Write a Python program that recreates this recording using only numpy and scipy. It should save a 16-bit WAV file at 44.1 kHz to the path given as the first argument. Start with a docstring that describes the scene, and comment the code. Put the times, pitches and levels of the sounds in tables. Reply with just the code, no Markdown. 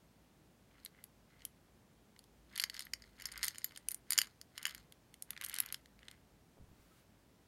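"""A quiet furnished room hums under microphone hiss: shaped noise, its lowest band swelling and fading.
Small hard candies start to slide in a round sheet-metal tin turned in the hands: dense ticks through its modes.
Those that land ring the tin close to the microphone: each blow is a burst of decaying sines with a noise crack.
A short noise tail gives the room's answer to the tin.
Near the end one hand bumps the other in low pulses, then rubs it: shaped noise with a faint sine squeak."""
import sys
import numpy as np
from scipy import signal
from scipy.fft import rfft, irfft, next_fast_len
from scipy.io import wavfile
from scipy.ndimage import uniform_filter1d

SR = 44100
rng = np.random.default_rng(int(sys.argv[2]) if len(sys.argv) > 2 else 0)


def pcm_store(signal):
    """Save signal as 16-bit PCM."""
    levels = np.round(np.clip(np.atleast_2d(signal), -1, 1) * 32767)
    wavfile.write(sys.argv[1], SR, levels.astype(np.int16).T)


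N = 329690


def amp(db):
    """Decibels to gain."""
    return 10 ** (np.asarray(db) / 20)


def unit(x):
    """Scale a signal to rms 1."""
    return x / np.sqrt(np.mean(x ** 2) + 1e-20)


def along(points, hz):
    """Read a curve of (Hz, value) points on a log frequency axis."""
    point_hz, value = np.transpose(points)
    return np.interp(np.log(hz + 1), np.log(point_hz + 1), value)


def level_curve(rows):
    """Join (s, dB) points into one gain per sample."""
    s, db = np.transpose(rows)
    return amp(np.interp(np.arange(N) / SR, s, db))


def filtered(x, response):
    """Multiply the spectrum of x by a complex response of frequency."""
    m = next_fast_len(N + SR // 2)
    return irfft(rfft(x, m) * response(np.fft.rfftfreq(m, 1 / SR)), m)[..., :N]


QUIET_TOP_HZ = 15900  # hiss and skin noise stop here
HUM_DB = -68  # rms of hum and hiss together
# Tone of the room hum and hiss: pitch_hz [Hz], relative_db [dB per Hz]
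HUM_TONE = [(44, -33), (75, -3.5), (192, -2.5), (413, -10.5), (707, -14), (774, -14.5), (1390, -20.5),
            (1770, -21), (2080, -22), (2320, -23), (16000, -32.5)]
# Swell of the lowest hum band: time_s [s], level_db [dB rms]
DRONE_LEVEL = [(0.25, -76), (1.3, -76.5), (2, -76), (2.6, -70), (3.2, -70), (4, -76), (4.7, -75),
               (5.5, -76), (6.2, -72.5), (7.2, -77)]


def hum():
    """Steady room hum and hiss are shaped noise; a narrow low band swells and fades."""
    noise = filtered(rng.standard_normal(N), lambda hz: amp(along(HUM_TONE, hz)) * (hz < QUIET_TOP_HZ))
    low_tone = [(15, -40), (30, -22.5), (54, 12), (75, -7.0), (100, -41.5)]  # (Hz, dB)
    drone = filtered(rng.standard_normal(N), lambda hz: amp(along(low_tone, hz)))
    return amp(HUM_DB) * unit(noise) + level_curve(DRONE_LEVEL) * unit(drone)


def ticks(rate, spread_db, soft_hz):
    """Random tiny contacts, most weak and a few strong; a soft contact carries little treble."""
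    chance, size, sign = rng.random(N), rng.exponential(size=N), rng.standard_normal(N)
    contacts = (chance < rate / SR) * amp(spread_db * np.minimum(size, 3)) * sign
    return filtered(contacts, lambda hz: 1 / (1 + 1j * hz / soft_hz) ** 2)


def resonances(modes, damping):
    """Response of a set of modes; damping divides every ring time."""
    def response(f):
        total = 0
        for k, (hz, lid_db, base_db, t60) in enumerate(modes):
            width = damping * np.log(1000) / np.pi / t60
            strength = (-1) ** k * amp((lid_db + base_db) / 2)
            total = total + strength * 1j * f * width / (hz * hz - f * f + 1j * f * width)
        return total
    return response


# Modes of the tin's five parts, for slides and landings alike: pitch_hz [Hz],
# lid_db [dB when the lid is struck], base_db [dB when the base is struck], t60_s [s, before damping or freedom]
FACE_MODES = [(1584, -14, 5.5, 0.0039), (1857, 0.5, -1, 0.01), (2060, 5.5, -4.5, 0.011)]
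DOME_MODES = [(3000, -7.5, 2, 0.0092), (3220, -1, -5.5, 0.0086), (3630, -8, -16.5, 0.0087)]
WALL_MODES = [(4190, 7, -17, 0.0096), (4660, -0.5, -7.5, 0.016), (4777, -8.5, -2, 0.012),
              (5280, -5.5, -8, 0.014), (6300, -8, -11.5, 0.0089), (6850, -7, -4.5, 0.011),
              (7090, -17.5, -4.5, 0.015)]
RIM_MODES = [(8870, 1.5, -13.5, 0.01), (9350, -2.5, -16.5, 0.017), (9550, -12, -5, 0.013),
             (10040, -7.5, -14.5, 0.014)]
EDGE_MODES = [(10790, -1.5, -15, 0.012), (11600, 2, -14, 0.011), (12480, -9, 1, 0.012),
              (13480, -7.5, -9, 0.01), (15500, -18, -14, 0.009)]
RISE_DB_PER_S, FALL_DB_PER_S = 419.5, 262  # a slide gathers, then settles
# Slides of the heap: start_s [s, full level reached], hold_s [s], level_db [dB rms on faces and dome],
# wall_db [dB, wall, rim and edge relative to level_db]
SLIDES_OF_HEAP = [(0.723, 0.12, -72, -8), (0.95, 0.054, -71, -17), (1.308, 0.16, -73.5, -8),
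                  (2.54, 0.093, -58, -4.5), (2.746, 0.084, -61.5, -0.5), (3.01, 0.072, -75, 0.5),
                  (3.197, 0.2, -59, -7.5), (3.435, 0.031, -52, 1.5), (3.543, 0.24, -71, 0),
                  (3.9, 0.024, -67, -8), (4.124, 0.11, -57, -0.5), (4.575, 0.14, -58.5, -5.5),
                  (4.756, .05, -71.5, -3), (5.42, 0.13, -57.5, -8), (5.563, 0.067, -56.5, -10),
                  (5.66, 0.084, -65, -6), (5.307, 0.046, -68, -9), (6.02, 0.12, -70, -9.5)]


def sliding():
    """The heap shifts as a dense patter through the tin's modes, the wall group damped much the most."""
    t = np.arange(N) / SR
    low_gain, high_gain = np.zeros((2, N))
    for s, hold, db, wall_db in SLIDES_OF_HEAP:
        gathering = RISE_DB_PER_S * np.maximum(s - t, 0)
        settling = FALL_DB_PER_S * np.maximum(t - s - hold, 0)
        gain = amp(db - gathering - settling)
        low_gain = low_gain + gain
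        high_gain = high_gain + amp(wall_db) * gain
    face_ticks = ticks(1100, spread_db=4.0, soft_hz=1910)  # rate in contacts per second
    wall_ticks = ticks(600, spread_db=4.0, soft_hz=4200)
    faces = filtered(face_ticks, resonances(FACE_MODES + DOME_MODES, damping=0.95))
    wall = filtered(wall_ticks, resonances(WALL_MODES + RIM_MODES + EDGE_MODES, damping=3.2))
    return low_gain * unit(faces) + high_gain * unit(wall)


# Decay of the room's answer: pitch_hz [Hz], t60_s [s]
ROOM_DECAY = [(1000, 0.22), (4000, 0.11), (12000, 0.12)]


def room(x):
    """A noise tail answers x about 3 ms late; each frequency dies at its own speed."""
    hz, t, z = signal.stft(rng.standard_normal(SR // 2), SR, nperseg=256)
    decay = amp(-60 * t / along(ROOM_DECAY, hz)[:, None])
    tail = signal.istft(z * decay, SR, nperseg=256)[1]
    return signal.fftconvolve(np.pad(x, (150, 0)), tail / np.linalg.norm(tail))[:N]


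MIDDLE_HZ = 4700  # brightness turns about this pitch
SPOT_DB, SPOT_REACH = 10, 0.23  # lift of the modes the spot favours; its reach in octaves


def ring(modes, colour, lift, crack, spread_db, linger_db):
    """A blow on one part sounds its modes, weighted by the spot struck; bare contact adds a broad crack."""
    t = np.arange(SR // 6) / SR
    hz, lid_db, base_db, t60 = np.transpose(modes)[..., None]
    base, freedom = np.clip(colour[0], 0, 1), colour[1]
    bright_db, spot_hz = lift
    draw = rng.standard_normal((3, len(modes), 1))  # strength, pitch and phase of each mode

    usual = amp(lid_db + base * (base_db - lid_db))
    near = np.exp(-.5 * (np.log2(hz / spot_hz) / SPOT_REACH) ** 2)
    lifted = usual * amp(bright_db * np.log2(hz / MIDDLE_HZ) + SPOT_DB * near)
    strength = lifted * amp(spread_db * draw[0])

    # the candy lying on the metal damps the first loud ring; a faint one lingers, mostly in the one-piece base
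    loud_fall = amp(-60 * t / (freedom * t60))
    faint_fall = amp(linger_db - 18 * (1 - base) - 60 * t / (8.5 * freedom * t60))
    pitch = hz * (1 + 0.023 * (1.03 - base) * draw[1])  # the loose slotted lid never rings twice alike
    waves = np.sin(2 * np.pi * pitch * t + 2 * draw[2])
    tones = np.sum(strength * (loud_fall + faint_fall) * waves, axis=0)

    edges = np.clip([0.62 * hz.min(), 1.08 * hz.max()], 100, 14500)
    band = signal.butter(3, edges, "band", fs=SR, output="sos")
    noise = signal.sosfilt(band, rng.standard_normal(len(t)))
    crack_sound = crack * (1 - .5 * base) * unit(noise) * amp(-60 * t / 0.0089)
    blow = tones / np.linalg.norm(strength) + crack_sound
    blow = blow * (1 - np.exp(-t / .0006))  # the contact builds up
    # level the loudest 30 samples like a sine of peak 1, then restore the lift
    loudest = np.sqrt(2 * uniform_filter1d(blow ** 2, size=30).max())
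    return blow / loudest * np.linalg.norm(lifted) / np.linalg.norm(usual)


# How the blows ring over time: time_s [s], base_share [0-1, base colour against lid colour],
# freedom [factor on every t60, how long the blows ring]
BLOW_COLOUR = [(0, 0, 0.92), (2.4, .05, 0.92), (2.65, 0.23, 0.97), (2.95, 0.44, 0.79), (3.26, 0.66, 1.34),
               (3.449, 0.59, .62), (3.64, 0.94, 0.87), (3.88, .3, 0.55), (3.92, 0.77, 0.57),
               (4.202, 1, 0.85), (4.45, 0.96, 0.37), (4.66, 0.8, 0.83), (5.1, 0.07, 0.62), (6.2, .1, 0.39)]
# How readily faces, dome, wall, rim and edge sound, a row each:
# lid_db [dB when the lid is struck], base_db [dB when the base is struck]
PART_READINESS = [(-0.5, 3), (1.8, -4), (2.5, 5.5), (-1, 1), (2.5, -2)]
# Candy landings: start_s [s], level_db [dB, before part readiness and lift],
# bright_db [dB per octave], spot_hz [Hz, favoured by the spot struck]
LANDINGS = [(0.8493, -55.5, 5, 10600), (0.8603, -50.5, -3.5, 4370), (1.0398, -54, 2, 12400),
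            (1.4058, -74, -11, 4090), (1.4196, -66.5, -7, 3780), (1.4513, -46.5, 9, 2920),
            (2.1629, -68.2, -10.5, 5790), (2.191, -58.5, 3, 4560), (2.24, -68.5, 4, 4700),
            (2.5564, -49.5, 1.7, 6650), (2.5607, -47.5, -5, 3900), (2.577, -41, -1.2, 12500),
            (2.5845, -48, -1, 2720), (2.598, -33, -2.5, 4870), (2.6016, -41, 4, 5790),
            (2.6157, -51, 8, 5040), (2.621, -45.8, 4, 5400), (2.6258, -50.4, -3.3, 5040),
            (2.6383, -30.5, -3.5, 5200), (2.698, -43.5, -3.8, 5040), (2.733, -68, -10, 5040),
            (2.7431, -53, 0, 4390), (2.75, -56, -3.5, 1780), (2.766, -51, -4, 4780),
            (2.7757, -57, -4, 3560), (2.7933, -41.5, 1, 5300), (2.8058, -45.5, -1.0, 8180),
            (2.8216, -53, 0, 4700), (2.852, -63.5, 6, 12400), (2.8681, -60.4, -13, 12400),
            (2.9354, -36.5, -3.5, 5460), (3.021, -59, -4, 5200), (3.0395, -65.2, -9.5, 5100),
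            (3.1994, -56, -1, 1780), (3.2094, -57.5, -5.3, 7120), (3.2207, -49.5, 1.5, 2520),
            (3.2553, -41, 1.7, 5440), (3.268, -55, 1.5, 12400), (3.2867, -59.5, -9.5, 8180),
            (3.3168, -54, -1, 5400), (3.3208, -51, -0.2, 8180), (3.3577, -58, -10, 5400),
            (3.3766, -51.5, 7, 4650), (3.3924, -59, -11, 5790), (3.4087, -67, -11.1, 5400),
            (3.4299, -35, -1.5, 5360), (3.4343, -39.5, -2, 8180), (3.4393, -36.7, 0.8, 2280),
            (3.4445, -39.5, 3.5, 10000), (3.4532, -46, 7, 5400), (3.4656, -48, 1, 9400),
            (3.4816, -34, 3.0, 3700), (3.5068, -59.0, -4.4, 5790), (3.5465, -55.5, -2, 2700),
            (3.5572, -53.4, -3, 2520), (3.5828, -47.5, 1.7, 8500), (3.6176, -62, -6, 4670),
            (3.6437, -36.5, 2.5, 12900), (3.7094, -61.5, -6.9, 2630), (3.721, -61, -1.4, 1780),
            (3.7611, -52, -0.3, 3450), (3.7742, -49, -1.5, 9200), (3.8858, -40.5, 5, 10200),
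            (3.9082, -47.8, 1, 10000), (3.916, -51.5, 10.5, 10800), (3.9208, -52, 0, 10200),
            (3.9448, -47, 5, 10070), (4.1057, -33.5, 2, 10900), (4.121, -35, 0.5, 10070),
            (4.1316, -34.5, 2.5, 3730), (4.1566, -56, -5, 3300), (4.1781, -30.1, 2.3, 5900),
            (4.187, -23, 1.5, 3360), (4.207, -51, -5, 2890), (4.2159, -32, 1.2, 2800),
            (4.2369, -68, -0.7, 2890), (4.2709, -58.5, -4.5, 7670), (4.4139, -51, 3, 5790),
            (4.5786, -42, -0.5, 2770), (4.6287, -48, 2.9, 3100), (4.6403, -66, -12, 12400),
            (4.6536, -32, -3, 2740), (4.6653, -41.5, -3.5, 2700), (4.6688, -46.9, 7, 2700),
            (4.6795, -52, -5, 3100), (4.6896, -55, 1, 2190), (4.6938, -50, -0.1, 3820),
            (4.709, -51.5, -0.5, 3320), (4.748, -47.5, -2, 12400), (4.7792, -58, -2, 7120),
            (4.9229, -55.5, 2, 2890), (5.141, -54.5, -0.2, 7640), (5.223, -49, 6.5, 8770),
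            (5.3057, -40.5, -0.2, 12400), (5.332, -61, -13.5, 9300), (5.3646, -57, -6, 1910),
            (5.3758, -50.5, -9.5, 6650), (5.4124, -42.5, 1.5, 1920), (5.422, -50, -3, 2350),
            (5.4384, -46, -3, 12400), (5.4428, -44, -3.5, 10100), (5.447, -44, 3.1, 12400),
            (5.4627, -47, 3.0, 8770), (5.4862, -60, 7, 12400), (5.4966, -45, 6, 2570),
            (5.505, -66, -5, 1780), (5.5156, -55.7, -4.6, 3820), (5.5286, -52, -0.4, 2700),
            (5.5413, -40.5, 5.5, 2400), (5.5531, -47, 0, 7640), (5.5624, -42, -2, 7120),
            (5.571, -55, -11, 8180), (5.586, -37, -2, 12400), (5.6021, -34.5, 4.5, 12000),
            (5.6258, -62, 2.2, 1780), (5.6357, -61, -10, 2700), (5.661, -48, 0.2, 12460),
            (5.688, -56.8, -0.2, 3820), (5.7024, -62, -12, 2890), (5.7245, -41, 1.8, 12400),
            (5.7438, -39.5, -0.5, 5790), (5.8583, -58.5, -5.5, 6200), (5.9911, -65, -6.5, 5790),
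            (6.0301, -64.5, -10.5, 2700), (6.0831, -51, -7, 3540), (6.1127, -54, -2, 7120)]


def landings():
    """Every landing rings the five parts, just after a light touch of the candy's edge: a faint early copy."""
    out = np.zeros(N + SR)
    when, base_share, freedom = np.transpose(BLOW_COLOUR)
    lid_db, base_db = np.transpose(PART_READINESS)
    for s, db, bright_db, spot_hz in LANDINGS:
        colour = np.interp(s, when, base_share), np.interp(s, when, freedom)
        lift = bright_db, spot_hz
        faces, dome, wall, rim, edge = amp(db + lid_db + colour[0] * (base_db - lid_db))
        blow = faces * ring(FACE_MODES, colour, lift, crack=0.33, spread_db=0.5, linger_db=-34)
        blow += dome * ring(DOME_MODES, colour, lift, crack=0.31, spread_db=3.5, linger_db=-30)
        blow += wall * ring(WALL_MODES, colour, lift, crack=0.69, spread_db=2.5, linger_db=-25.5)
        blow += rim * ring(RIM_MODES, colour, lift, crack=0.35, spread_db=2.5, linger_db=-26.5)
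        blow += edge * ring(EDGE_MODES, colour, lift, crack=0.23, spread_db=2.5, linger_db=-31.5)
        lead, touch = rng.random(2)
        touch_s = s - .001 - .0015 * lead
        out[round(s * SR):][:len(blow)] += blow
        out[round(touch_s * SR):][:len(blow)] += amp(-24.5 - 13.0 * touch) * blow
    return out[:N]


# the skin briefly sings at one pitch; the length is from its peak to 1/e
SQUEAK_S, SQUEAK_LENGTH_S, SQUEAK_HZ, SQUEAK_DB = 6.925, 0.017, 1300, -70.5
# Soft low bumps of one hand on the other: start_s [s], level_db [dB, before the pulse envelope], pitch_hz [Hz]
HAND_BUMPS = [(6.572, -55.5, 595), (6.581, -54.5, 700), (6.588, -51.5, 400), (6.599, -51.5, 65),
              (6.611, -47, 152.6), (6.622, -50, 69.7), (6.64, -50.5, 109), (6.683, -54, 98.4),
              (6.714, -52.5, 90.6), (6.73, -54, 190.5), (6.796, -57, 80)]
# Skin rubbing on skin: time_s [s], level_db [dB rms]
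RUB_LEVEL = [(6.62, -95.5), (6.72, -83), (6.82, -74.5), (6.9, -77), (7.0, -72), (7.08, -93)]


def hands():
    """One hand slides under the other: soft single pushes, then a rub of skin with a faint squeak."""
    out, t = np.zeros(N + SR), np.arange(SR // 10) / SR
    for s, db, hz in HAND_BUMPS:
        push = np.sin(2 * np.pi * hz * t) * np.exp(-(1.4 * hz * t) ** 2)
        out[round(s * SR):][:len(t)] += amp(db) * push
    skin_tone = [(700, -24.5), (1300, 4.5), (2000, -1.0), (6000, -6.0), (15000, -8.0)]  # (Hz, dB)
    skin = filtered(rng.standard_normal(N), lambda hz: amp(along(skin_tone, hz)) * (hz < QUIET_TOP_HZ))
    late = np.arange(N) / SR - SQUEAK_S
    swell = np.exp(-(late / SQUEAK_LENGTH_S) ** 2)
    squeak = amp(SQUEAK_DB) * swell * np.sin(2 * np.pi * SQUEAK_HZ * late)
    return out[:N] + level_curve(RUB_LEVEL) * unit(skin) + squeak


def scene():
    """The tin in its room, with the hands and the hum."""
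    # the tin is too small to send out bass
    tin = filtered(sliding() + landings(), lambda hz: (1j * hz / 700) ** 2 / (1 + 1j * hz / 700) ** 2)
    return (hum() + tin + amp(-17.5) * room(tin) + hands())[None]


TOP_HZ = 17000  # nothing is left from here up


def record(dry):
    """Band limit: the treble fades to nothing over the last 400 Hz below the top."""
    return filtered(dry, lambda hz: np.clip((TOP_HZ - hz) / 400, 0, 1))


dry = scene()
out = record(dry)
pcm_store(out)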